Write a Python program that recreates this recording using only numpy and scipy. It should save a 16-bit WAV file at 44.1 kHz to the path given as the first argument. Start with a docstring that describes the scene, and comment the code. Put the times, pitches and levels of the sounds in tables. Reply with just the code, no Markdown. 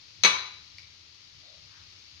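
"""In a small kitchen, a steel lid clangs on the rim of a pan: one edge lands, then the other, and the metal rings.
The clang mixes short bursts of noise with many fading sine waves, and the room answers each hit.
Vegetables sizzle steadily (noise plus tiny pops) over the low flutter of the burner (deep noise).
The oil spits once, as three quick bursts, and a few soft scuffs swell up as narrow bands of noise.
The two microphone ports differ in colour: the left one hears more of the sizzle band."""
import sys
import numpy as np
from scipy import signal
from scipy.fft import rfft, irfft, next_fast_len
from scipy.io import wavfile
from scipy.ndimage import uniform_filter1d, minimum_filter1d, map_coordinates

SR = 44100
rng = np.random.default_rng(int(sys.argv[2]) if len(sys.argv) > 2 else 0)


def to_wav(sig):
    """Store sig (one row per channel, or 1-D mono) as 16-bit WAV at the path in sys.argv[1].

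    Samples outside -1..1 are clipped; the rate is SR.
    """
    pcm = np.clip(np.atleast_2d(sig), -1, 1) * 32767
    pcm = np.round(pcm).astype(np.int16)
    wavfile.write(sys.argv[1], SR, pcm.T)  # frames by channels


N = 97020
TIME = np.arange(N) / SR  # seconds


def amp(db):
    """Turn decibels into a multiplier."""
    return 10 ** (np.asarray(db) / 20)


def unit(x):
    """Scale a sound to an average strength (rms) of 1."""
    return x / np.sqrt(np.mean(x ** 2) + 1e-20)


def along(points, hz):
    """Read a curve of (f/Hz, value) points, with pitch spaced as the ear hears it (log axis)."""
    f, value = np.transpose(points)
    return np.interp(np.log(hz + 1), np.log(f + 1), value)


def over_time(points):
    """Read a curve of (t/s, value) points at every sample."""
    return np.interp(TIME, *np.transpose(points))


def filtered(x, response):
    """Make each frequency stronger or weaker, or shift it, as response(hz) says."""
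    size = next_fast_len(N + SR // 2)
    hz = np.fft.rfftfreq(size, 1 / SR)
    return irfft(rfft(x, size) * response(hz), size)[..., :N]


def noise(spectrum):
    """Random hiss coloured by a spectrum, rms 1."""
    return unit(filtered(rng.standard_normal(N), lambda hz: amp(along(spectrum, hz))))


def fade(t, t60):
    """Die away smoothly, losing 60 dB in t60 seconds."""
    return np.exp(-np.log(1000) * t / t60)


def add(out, start_s, x):
    """Mix x into out from start_s seconds on."""
    i = round(start_s * SR)
    out[..., i:i + x.shape[-1]] += x[..., :N - i]


def wobble(rate):
    """A smooth random curve through `rate` random points a second."""
    knots = rng.standard_normal(int(N * rate / SR) + 4)
    return map_coordinates(knots, [np.arange(N) * rate / SR])


def wide(make, side_db):
    """Give the ports a shared sound plus a second one with opposite sign in each."""
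    return make() + amp(side_db) * np.outer([1, -1], make())


def lagged(pair, lag_s):
    """The sound reaches the right port first, by lag_s seconds."""
    return filtered(pair, lambda hz: np.exp(1j * np.pi * lag_s * np.outer([-1, 1], hz)))


# how long the room rings at each pitch: f/Hz, t60/s
ROOM_DECAY = [(150, 0.48), (1000, 0.59), (4000, 0.63), (7000, 0.48), (12000, 0.15)]
WALL_DB, WALL_T60 = -6, 0.046  # quick answer of stove top and back wall: relative level/dB, t60/s
ROOM_DB = -4.5  # room level used for spits, scuffs and the sheet metal
PORT_LAG_S, LID_LAG_S = 0.00015, .00001


def kitchen(x, room_db, lag_s):
    """Direct sound, a quick answer from nearby surfaces and a soft random tail for each port."""
    hz, t, z = signal.stft(rng.standard_normal((2, SR * 3 // 4)), SR, nperseg=256)
    decay = fade(t, along(ROOM_DECAY, hz)[:, None])
    tail = signal.istft(z * decay, SR, nperseg=256)[1]
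    wall = rng.standard_normal(tail.shape) * fade(np.arange(tail.shape[1]) / SR, WALL_T60)
    answer = tail / np.linalg.norm(tail[0]) + amp(WALL_DB) * wall / np.linalg.norm(wall[0])
    late_answer = np.pad(answer, ((0, 0), (SR // 800, 0)))  # starts about 1/800 s late
    pair = x * np.ones((2, 1))
    wet = signal.fftconvolve(pair, late_answer, axes=1)[:, :N]
    return lagged(pair, lag_s) + amp(room_db) * wet


# colour of the burner's rumble: f/Hz, relative level/dB
BURNER_COLOUR = [(20, -14), (45, -25), (78, 1), (100, -0.5), (125, -6.5), (200, -15.5), (400, -53.5)]
# rise and fall of the burner: t/s, level/dB (before BURNER_DB)
BURNER_COURSE = [(0.0, -66.5), (0.12, -68.5), (0.22, -61), (1.19, -69), (1.25, -69), (1.41, -61),
                 (1.46, -73), (1.59, -61.5), (1.73, -66), (1.82, -60.5), (2.1, -68.5), (2.2, -56.5)]
BURNER_DB, FLUTTER_DB = 0.5, 1


def burner(side_db=-8):
    """A low fluttering rumble of deep noise, nearly alike in both ports."""
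    level_db = BURNER_DB + over_time(BURNER_COURSE) + FLUTTER_DB * wobble(7.8)
    return amp(level_db) * wide(lambda: noise(BURNER_COLOUR), side_db)


# colour of the sizzle: f/Hz, relative level/dB
SIZZLE_COLOUR = [(120, -14), (200, -17), (300, -8), (480, -14.5), (670, -17.5), (850, -14.5), (1260, -8.5),
                 (1550, -12.5), (2250, -4.5), (3400, -3), (4550, 1), (6400, -8.5), (7200, -18.5),
                 (8100, -33), (14000, -36), (15300, -55)]
# slow course of the sizzle: t/s, level/dB (before SIZZLE_DB)
SIZZLE_COURSE = [(0, -53), (.7, -53.5), (1.2, -54.5), (1.7, -53.5), (2.2, -53)]
# how alike the two ports hear it: f/Hz, likeness (1 the same, 0 or less unrelated)
SIZZLE_LIKENESS = [(60, 0.83), (150, 0.54), (380, 0.31), (940, 0.36), (2350, -0.26), (5890, 0.16),
                   (14700, 0.02)]
SIZZLE_DB = -0.5
FIZZ_DB, FIZZ_PER_S = -5.5, 900  # the pops: level against the hiss, average count in each port


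def sizzle():
    """Countless tiny bursting bubbles: a hiss with a finer grain of single pops."""
    is_pop = rng.random((2, N)) < FIZZ_PER_S / SR
    pops = is_pop * rng.standard_normal((2, N))
    grain = rng.standard_normal((2, N)) + amp(FIZZ_DB) * unit(pops)

    def shared_and_opposite(hz):
        """Split each pitch into a part shared by the ports and a part opposite in them."""
        turn = np.arccos(np.clip(along(SIZZLE_LIKENESS, hz), 0, 1)) / 2
        return amp(along(SIZZLE_COLOUR, hz)) * [np.cos(turn), np.sin(turn)]

    mid, side = filtered(grain, shared_and_opposite)
    pair = lagged(np.array([mid + side, mid - side]), PORT_LAG_S)
    level_db = SIZZLE_DB + over_time(SIZZLE_COURSE) + 0.11 * wobble(19)
    return amp(level_db) * unit(pair)


# soft scuffs: t/s of the peak, length/s (bell curve), centre f/Hz, width/octaves (bell curve), level/dB
SCUFF_SWELLS = [(1.445, 0.029, 666, 0.16, -70), (1.51, 0.044, 610, 0.19, -67.5),
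                (1.472, .035, 4100, 0.13, -57.5), (1.76, 0.044, 1410, 0.44, -63)]


def scuffs():
    """Soft swells of noise, each kept to a narrow band of pitch."""
    out = np.zeros(N)
    for peak_s, length, centre_hz, width, db in SCUFF_SWELLS:
        def narrow(hz):
            octaves = np.log2((hz + 1) / centre_hz)
            return np.exp(-.5 * (octaves / width) ** 2)
        band = filtered(rng.standard_normal(N), narrow)
        swell = np.exp(-.5 * ((TIME - peak_s) / length) ** 2)
        out += amp(db) * unit(band) * swell
    return kitchen(out, ROOM_DB, PORT_LAG_S)


# bursts of oil: t/s, level/dB at the start
SPIT_BURSTS = [(0.7837, -37), (0.7942, -53), (.8001, -47.5)]
# colour of a burst: f/Hz, relative level/dB
SPIT_COLOUR = [(500, -38), (1500, -14), (2300, 9.5), (3200, -10), (4500, 8.5), (6500, -13), (8000, -30),
               (12000, -33), (15000, -51)]
SPIT_T60 = 0.016  # seconds


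def spits():
    """Larger drops burst in the hot oil: noise that dies away almost at once."""
    out = np.zeros(N)
    for start_s, db in SPIT_BURSTS:
        add(out, start_s, amp(db) * noise(SPIT_COLOUR) * fade(TIME, SPIT_T60))
    return kitchen(out, ROOM_DB, LID_LAG_S)


RISE_S = 0.00016  # time scale on which a struck sound swells up


def rise(t):
    """The very short swell at the start of a struck sound."""
    return 1 - np.exp(-t / RISE_S)


def bright(hz, tilt_db):
    """A harder contact excites more treble: tilt in dB per octave around 3000 Hz."""
    return amp(tilt_db * np.log2(np.clip(hz, 800, 7000) / 3000))


# contacts of lid and rim, also used by clang: t/s, strength level/dB, treble tilt/(dB per octave)
HITS = [(0.2358, -1.5, 0.5), (0.2468, -2, -4), (0.249, 0.5, -1.5), (.2560, -14, 0)]
# clear ringing tones (modes) of the lid: f/Hz, relative level/dB, t60/s
LID_MODES = [(1006, -7, .4), (1224, -11, .42), (1280, -12, .46), (1399, -11, .46), (1517, -9, .48),
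             (2267, 5, .27), (2514, -5, .3), (2460, -7, .4), (3402, -5, .33), (3736, -7, .42),
             (3830, -6, .48), (3966, -3, .68), (4058, -4, .48), (4412, -8, .46), (5540, -15, .33),
             (5988, -1, .35), (6049, -4, .33)]
# thin overtones of the rim: f/Hz, relative level/dB, t60/s
RIM_MODES = [(7472, -4, .33), (7790, -5, .25), (8333, -2, .36), (8646, -1, .36), (9420, 0, .33),
             (9835, 0, .32), (10820, 0, .28), (11840, -3, .22), (13600, -2, .17)]
LID_DB, RIM_DB, RING_ROOM_DB = -27.5, -50, -15
WAVER_DB, WAVER_TURNS, WAVER_PER_S = 2.5, 0.2, 40.22  # in level, in phase, random points a second
PORT_TURNS = 0.24  # scale of the random phase shift, opposite in the two ports


def lid():
    """Each contact adds energy to the clear modes, which waver as the lid settles."""
    out = np.zeros((2, N))
    for modes, level_db in (LID_MODES, LID_DB), (RIM_MODES, RIM_DB):
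        for hz, db, t60 in modes:
            energy = 0
            for start_s, strength_db, tilt_db in HITS:
                age = np.maximum(TIME - start_s, 0)
                push = amp(strength_db) * bright(hz, tilt_db)
                energy += (push * fade(age, t60) * rise(age)) ** 2
            port_shift = PORT_TURNS * rng.uniform(-1.14, 1) * np.array([[1], [-1]])
            turns = hz * TIME + WAVER_TURNS * wobble(WAVER_PER_S) + port_shift
            level = amp(level_db + db + WAVER_DB * wobble(WAVER_PER_S))
            out += level * np.sqrt(energy) * np.sin(2 * np.pi * turns)
    return kitchen(out, RING_ROOM_DB, LID_LAG_S)


def ring(hz, gain, t60):
    """Struck metal: half a second of fading sine waves with random phase and a very short rise."""
    t = np.arange(SR // 2, dtype=np.float32) / SR
    phase = rng.uniform(0, 2 * np.pi, len(hz))
    # one row per tone; float32 saves memory
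    speed, phase, life = (np.float32(v)[:, None] for v in (2 * np.pi * hz, phase, t60))
    tones = np.sin(speed * t + phase) * np.exp(-np.float32(np.log(1000)) * t / life)
    return np.float32(gain) @ tones * rise(t)


# the crowd of weaker sheet-metal modes: f/Hz, relative level/dB
SHEET_COLOUR = [(120, -42), (400, -18.5), (750, -17.5), (1100, -6), (1700, -8), (2400, -1.5), (3100, -6),
                (4000, -2.5), (5200, -9), (6200, -7.5), (7300, -23.5), (9000, -50), (14000, -60)]
# how long the crowd rings: f/Hz, t60/s
SHEET_DECAY = [(200, 0.12), (1200, 0.24), (4000, 0.16), (6500, 0.19), (12000, .1)]
# colour of each contact's crack: f/Hz, relative level/dB
CRACK_COLOUR = [(100, -18.5), (450, -3.5), (1500, -7), (2350, 7.5), (3100, -0.5), (4200, 10), (5200, -16),
                (6150, 13.5), (7400, -29), (11000, -20), (14000, -46), (15000, -53)]
# thud of the pan on its stand: f/Hz, level/dB (before contact strength), t60/s
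PAN_MODES = [(162, -40, .16), (191, -39, .15), (287, -47, .12), (385, -43, .12), (510, -47, .1)]
SHEET_DB = -21.5
CRACK_DB, CRACK_T60, CRACK_ROOM_DB = -12, 0.054, -13  # t60 in seconds


def clang(count=300, side_db=-5):
    """Every contact cracks, shakes the sheet modes and thuds the pan; the sheet radiates unevenly to the ports."""
    body, crack = np.zeros((2, 2, N))
    pan_hz, pan_db, pan_t60 = np.transpose(PAN_MODES)
    # scatter the modes at random, denser toward the low end
    place = (np.arange(count) + rng.random(count)) / count
    crowd_hz = 250 + 14000 * place ** 1.5
    crowd_t60 = along(SHEET_DECAY, crowd_hz)
    share = amp(along(SHEET_COLOUR, crowd_hz))
    share /= np.linalg.norm(share)
    for start_s, db, tilt_db in HITS:
        crowd_gain = amp(SHEET_DB + db) * share * bright(crowd_hz, tilt_db)
        add(body, start_s, wide(lambda: ring(crowd_hz, crowd_gain, crowd_t60), side_db))
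        add(body, start_s, ring(pan_hz, amp(pan_db + db), pan_t60))

        def burst():
            """Noise in the colour of this contact."""
            return filtered(rng.standard_normal(N),
                            lambda hz: amp(along(CRACK_COLOUR, hz)) * bright(hz, tilt_db))

        shape = fade(TIME, CRACK_T60) * rise(TIME)
        add(crack, start_s, amp(CRACK_DB + db) * wide(burst, side_db) * shape)
    return kitchen(body, ROOM_DB, LID_LAG_S) + kitchen(crack, CRACK_ROOM_DB, LID_LAG_S)


def scene():
    """The lid over the cooking sounds."""
    return burner() + sizzle() + scuffs() + spits() + lid() + clang()


# colour difference of the microphone ports: f/Hz, left minus right level/dB
PORT_COLOUR = [(100, .5), (700, 0.5), (1300, 2.5), (2400, 5), (4400, 9.5), (5500, 9.5), (6500, 4),
               (8500, -1.5), (13000, -2.5)]
CEILING, TOP_HZ = .85, 15300  # limiter peak (full scale is 1), band limit


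def record(dry):
    """Each port has its own colour; a limiter holds the highest peaks; nothing is kept above the band limit."""
    x = filtered(dry, lambda hz: amp(np.outer([.5, -.5], along(PORT_COLOUR, hz))))
    needed = np.minimum(1, CEILING / (np.abs(x).max(axis=0) + 1e-9))
    # turn down around each peak, then smooth the change
    gain = uniform_filter1d(minimum_filter1d(needed, size=129), size=129)
    return filtered(x * gain, lambda hz: hz < TOP_HZ)


dry = scene()
out = record(dry)
to_wav(out)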